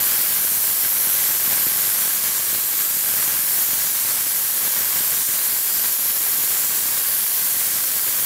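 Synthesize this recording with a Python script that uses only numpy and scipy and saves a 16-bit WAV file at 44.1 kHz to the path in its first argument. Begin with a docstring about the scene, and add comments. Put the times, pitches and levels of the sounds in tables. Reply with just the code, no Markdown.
"""Spark-gap coil in a small room

The gap fires nonstop, many times per mains half cycle: a loud, bright, buzzing hiss.
Streamers crackle from the top of the coil, flaring and stalling; their pushes of hot air
add up to a faint hum, and the longest ones pop. One microphone feeds both channels."""
import sys
import numpy as np
from scipy import signal
from scipy.fft import rfft, irfft, next_fast_len
from scipy.io import wavfile
from scipy.ndimage import uniform_filter1d

SR = 44100
rng = np.random.default_rng(int(sys.argv[2]) if len(sys.argv) > 2 else 0)


def to_wav(sig):
    """Store sig (one row per channel, or 1-D mono) as 16-bit WAV at the path in sys.argv[1].

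    Samples outside -1..1 are clipped; the rate is SR.
    """
    pcm = np.clip(np.atleast_2d(sig), -1, 1) * 32767
    pcm = np.round(pcm).astype(np.int16)
    wavfile.write(sys.argv[1], SR, pcm.T)  # frames by channels


N = 363825
TIME_S = np.arange(N) / SR
MAINS_HZ = 50.022

# Spectrum of one gap firing. Each row: frequency in Hz, relative level in dB.
GAP_SPECTRUM = [(300, -41), (2000, -24), (4000, -13), (6300, -9), (7300, -5.5), (9500, -5), (10500, -3.5),
                (11800, -1.6), (13000, 0.5), (13700, -1.5), (14800, -1.5), (15600, -6)]
# Spectrum of one streamer. Each row: frequency in Hz, relative level in dB.
STREAMER_SPECTRUM = [(20, -28), (35, -15), (55, -15), (90, -6.5), (150, -2), (220, -3.5), (300, -3.5),
                     (700, -2), (1100, -0.5), (1700, 1.5), (2200, 1), (2700, -2), (4000, -3), (6000, -11.5),
                     (12000, -25.5)]
# Resonances of apparatus and room. 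Each row: frequency in Hz, width in Hz, lift in dB.
RESONANCES = [(1100, 40, 3.1), (1395, 40, 2.4), (1630, 110, 3.6), (3198, 220, 3.0), (4307, 50, 3.1),
              (4560, 200, 2.8), (4910, 50, 3.1), (5340, 50, 3.9), (5663, 90, 3.2), (5932, 90, 5.2),
              (6718, 50, 3.6), (6891, 50, 3.0), (7354, 120, 2.7), (8133, 40, 3.2), (8368, 40, 2.6),
              (8701, 50, 4.3), (9317, 45, 1.6), (9950, 50, 3.3), (10635, 60, 3.1), (11070, 70, 6.5),
              (11361, 55, 3.1), (11609, 80, 5.5), (11938, 70, 5.5), (12193, 70, 5.8), (12542, 60, 2.9),
              (12980, 70, 3.3), (13225, 60, 2.8), (14617, 60, 1.9), (14795, 90, 3.0), (15000, 90, 4.1)]
# Room decay. Each row: frequency in Hz, T60 in seconds.
ROOM_T60 = [(150, 0.17), (1500, 0.35), (6000, 0.22), (15000, 0.11)]
# Slow drift of streamer reach. Each row: time in seconds, level in dB.
REACH_DRIFT = [(0, -31), (.6, -34), (.8, -33.5), (1.05, -31), (1.5, -31), (2.3, -32.5), (2.6, -34.5),
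               (2.98, -35), (3.27, -30), (3.45, -34), (4.05, -33), (4.45, -35), (4.8, -32.5), (5.2, -33),
               (6.05, -35), (6.42, -33), (7.4, -34.5), (8.25, -33.5)]
# Streamers flare. Each row: centre in seconds, length in seconds, lift in dB.
REACH_FLARES = [(.855, 0.046, 2.5), (1.52, 0.05, 2), (2.28, 0.068, 2.5), (2.81, 0.043, 4.5), (4.11, .06, 4),
                (4.68, 0.084, 2), (5.85, .04, 5), (7.07, .08, 2.5)]
# Streamers stall. Each row: centre in seconds, length in seconds, drop in dB.
REACH_STALLS = [(.61, .06, 1), (.75, .07, 2.5), (.91, 0.079, 3), (1.386, 0.042, 3), (2.21, 0.092, 2.5),
                (2.675, .07, 2), (2.91, .08, -1), (3.93, 0.045, 4), (4.24, 0.087, 2), (4.5, .1, 2),
                (5.25, 0.064, 4), (5.62, .1, 3), (5.98, 0.081, 2), (6.67, 0.074, 3), (7.29, 0.15, 2)]
# Hiss near 12 kHz, mean removed in use. Each row: time in seconds, lift in dB.
SIZZLE_LIFT = [(0, 5), (.3, 3.5), (.6, 5.5), (1.6, 5), (2.35, 3), (3.6, 4), (4.45, 3), (4.75, 4),
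               (5.2, 2.7), (6.3, 4.5), (6.95, 1.5), (7.15, 5.5), (7.9, 2.5), (8.25, 3)]
# Hiss above 13.5 kHz, mean removed in use. Each row: time in seconds, lift in dB.
AIR_LIFT = [(0, 1.2), (.7, 2.3), (1.55, -1), (3.3, -1), (3.55, 3.5), (3.9, -.9), (5.5, 1.5), (6.05, -1),
            (6.9, 1.5), (7.25, -1.2), (8.25, 1)]
# Pops of the longest streamers. Each row: start in seconds, peak in dB.
STREAMER_POPS = [(.448, -25), (.861, -26), (1.071, -23), (1.667, -20), (2.530, -25), (2.969, -28),
                 (6.385, -26)]


def gain(db):
    """dB to amplitude."""
    return 10 ** (np.asarray(db) / 20)


def unit_rms(x):
    """Scale to rms 1."""
    return x / np.sqrt(np.mean(x ** 2) + 1e-20)


def at_hz(table, hz):
    """Interpolate on a log-frequency axis."""
    row_hz, values = np.transpose(table)
    return np.interp(np.log(hz + 1), np.log(row_hz + 1), values)


def curve(table):
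    """Interpolate in time, per sample."""
    return np.interp(TIME_S, *np.transpose(table))


def wander(corner_hz):
    """Low-passed noise, rms 1."""
    hz = np.fft.rfftfreq(N, 1 / SR)
    phases = np.exp(2j * np.pi * rng.random(len(hz)))
    return unit_rms(irfft(phases / (1 + (hz / corner_hz) ** 4), N))


def steady(x, window_samples):
    """Hold the slow level at rms 1; keep fast flicker."""
    return x / np.sqrt(uniform_filter1d(x ** 2, window_samples) + 1e-12)


def colour(x, spectrum, taps=4096):
    """Minimum-phase filter: broad spectrum plus narrow resonances."""
    hz = abs(np.fft.fftfreq(taps, 1 / SR))
    peaks_db = sum(lift_db / (1 + (2 * (hz - centre_hz) / width_hz) ** 2)
                   for centre_hz, width_hz, lift_db in RESONANCES)
    magnitude = gain(at_hz(spectrum, hz) + peaks_db)
    response = np.exp(np.conj(signal.hilbert(np.log(magnitude))))
    return signal.oaconvolve(x, np.fft.ifft(response).real)[:N]


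def band(x, low_hz, high_hz):
    """Brick-wall band-pass."""
    hz = np.fft.rfftfreq(N, 1 / SR)
    return irfft(rfft(x) * (hz > low_hz) * (hz < high_hz), N)


def highpass(x, corner_hz):
    """Second-order low cut."""
    return signal.sosfilt(signal.butter(2, corner_hz, "high", fs=SR, output="sos"), x)


def room(x, direct_db, tail_db, early_db, early_peak_s, taps=12000):
    """Direct sound, early reflections and a short tail ripple the spectrum; bass stays dry."""
    age = np.arange(taps) / SR / early_peak_s
    reflections = rng.standard_normal(taps) * (rng.random(taps) < .3)
    early = unit_rms(reflections * age * np.exp(-age))
    hz, frame_s, noise = signal.stft(rng.standard_normal(taps), SR, nperseg=256)
    decay = gain(-60 * frame_s / at_hz(ROOM_T60, hz)[:, None])
    tail = unit_rms(signal.istft(noise * decay, SR, nperseg=256)[1][:taps])
    echoes = (gain(early_db) * early + gain(tail_db) * tail) / np.sqrt(taps)
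    n_fft = next_fast_len(N + taps)
    response = gain(direct_db) + rfft(highpass(echoes, 900), n_fft)
    response /= np.sqrt(uniform_filter1d(abs(response) ** 2, 3000))  # flat over about 350 Hz
    return irfft(rfft(x, n_fft) * response, n_fft)[:N]


def bumps_db(table):
    """One raised-cosine bump per row."""
    return sum(db * np.cos(np.pi * np.clip((TIME_S - centre_s) / length_s, -.5, .5)) ** 2
               for centre_s, length_s, db in table)


def reach():
    """Discharge strength in dB: drift, flares, stalls, random sputter."""
    sputter_db = 0.88 * wander(14)
    return curve(REACH_DRIFT) + bumps_db(REACH_FLARES) - bumps_db(REACH_STALLS) + sputter_db


def firings(mean_per_s, start_s, rest_share, sag_db, smooth_s, jitter):
    """Capacitor discharges as impulses; each mains half cycle starts hard, sags, then rests."""
    phase = (2 * MAINS_HZ * (TIME_S - start_s) + .04 * wander(40)) % 1
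    supply = (phase < 1 - rest_share) * 1.
    sag = gain(sag_db * (.5 - phase))
    for _ in range(2):
        supply, sag = uniform_filter1d([supply, sag], round(smooth_s * SR))
    current = abs(supply) * np.exp(jitter * wander(900))
    charge = np.cumsum(current / current.mean()) * mean_per_s / SR
    return np.diff(np.floor(charge), prepend=0) * sag


def arc_drift(hiss, patch_rms_db=1.0):
    """The moving arc shifts the hiss colour: two treble bands and small random patches."""
    hz, frame_s, bins = signal.stft(hiss, SR, nperseg=1024)
    patches = uniform_filter1d(rng.standard_normal(bins.shape), 18, axis=0)
    shift_db = patch_rms_db * unit_rms(uniform_filter1d(patches, 22, axis=1))
    sizzle = np.interp(hz, [10000, 11000, 13200, 13800], [0, 1, 1, 0])
    air = np.interp(hz, [13200, 13800], [0, 1])
    for region, lift_db in [(sizzle, curve(SIZZLE_LIFT)), (air, curve(AIR_LIFT))]:
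        shift_db += np.outer(region, np.interp(frame_s, TIME_S, lift_db - lift_db.mean()))
    return signal.istft(bins * gain(shift_db), SR, nperseg=1024)[1][:N]


def spark_gap(reach_db, spots=4, base_db=-17.5, db_per_reach_db=0.36):
    """Cracks jump between electrode spots and arrive mostly as echoes, different for each spot."""
    cracks = firings(mean_per_s=2800, start_s=.0066, rest_share=.2, sag_db=4, smooth_s=.0009, jitter=.45)
    spot = rng.integers(0, spots, N)
    trains = [cracks * (spot == k) * gain(2.7 * wander(1.43)) for k in range(spots)]
    hiss = sum(room(train, direct_db=-9, tail_db=0.5, early_db=1, early_peak_s=.0013)
               for train in trains)
    hiss = arc_drift(steady(colour(hiss, GAP_SPECTRUM), window_samples=6000))
    flicker_db = 0.33 * wander(28)
    return hiss * gain(base_db + db_per_reach_db * (reach_db - reach_db.mean()) + flicker_db)


def streamers(reach_db, branches=4):
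    """Sparks of uneven length leap into the air; when most push the same way, they also hum."""
    excess_db = reach_db - reach_db.mean()
    size_db = np.minimum(3.3 * rng.exponential(1, N) + 1.6 * wander(106), 7) + 0.66 * wander(26)
    positive_share = .84 + .035 * excess_db + .14 * wander(8)
    polarity = np.where(rng.random(N) < positive_share, 1, -1)
    snaps = firings(mean_per_s=900, start_s=.0076, rest_share=.24, sag_db=6, smooth_s=.0006, jitter=.8)
    snaps *= gain(size_db) * polarity
    branch = rng.integers(0, branches, N)
    crackle = sum(room(snaps * (branch == k), direct_db=-.5, tail_db=-7.5, early_db=-6,
                       early_peak_s=.00086) for k in range(branches))
    crackle = band(colour(crackle, STREAMER_SPECTRUM), 18, SR / 2)
    crackle = steady(crackle, window_samples=2400)
    # Short streamers lose bass; long ones rasp.
    shortfall_db = np.maximum(2.6 * wander(14) - excess_db, 0)
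    bass = band(crackle, 18, 330) * (gain(0.96 - 0.95 * shortfall_db) - 1)
    rasp = band(crackle, 1400, 2030) * (gain(0.13 * excess_db) - 1)
    return (crackle + bass + rasp) * gain(reach_db + 1.72)


def pops(decay_s=0.00057, taps=400):
    """A long channel heats the air at once: one rounded push, then a slow return."""
    age = np.arange(taps) / SR / decay_s
    push = age * (2 - age) * np.exp(-age)
    start_s, peak_db = np.transpose(STREAMER_POPS)
    kicks = np.bincount(np.round(start_s * SR).astype(int), gain(peak_db), N)
    return signal.oaconvolve(kicks, -push / push.max())[:N]


def scene():
    """One discharge drives hiss and crackle; pops on top, both channels alike."""
    reach_db = reach()
    return np.tile(spark_gap(reach_db) + streamers(reach_db) + pops(), (2, 1))


def record(dry):
    """Input stage: soft clip, low cut, band limit."""
    ceiling, cutoff_hz = gain(-11), 15740
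    rounded = ceiling * np.tanh(dry / ceiling)
    lowpass = signal.firwin(1023, cutoff_hz, window=("kaiser", 9), fs=SR)
    return signal.oaconvolve(highpass(rounded, 45), lowpass[None], "same")


dry = scene()
out = record(dry)
to_wav(out)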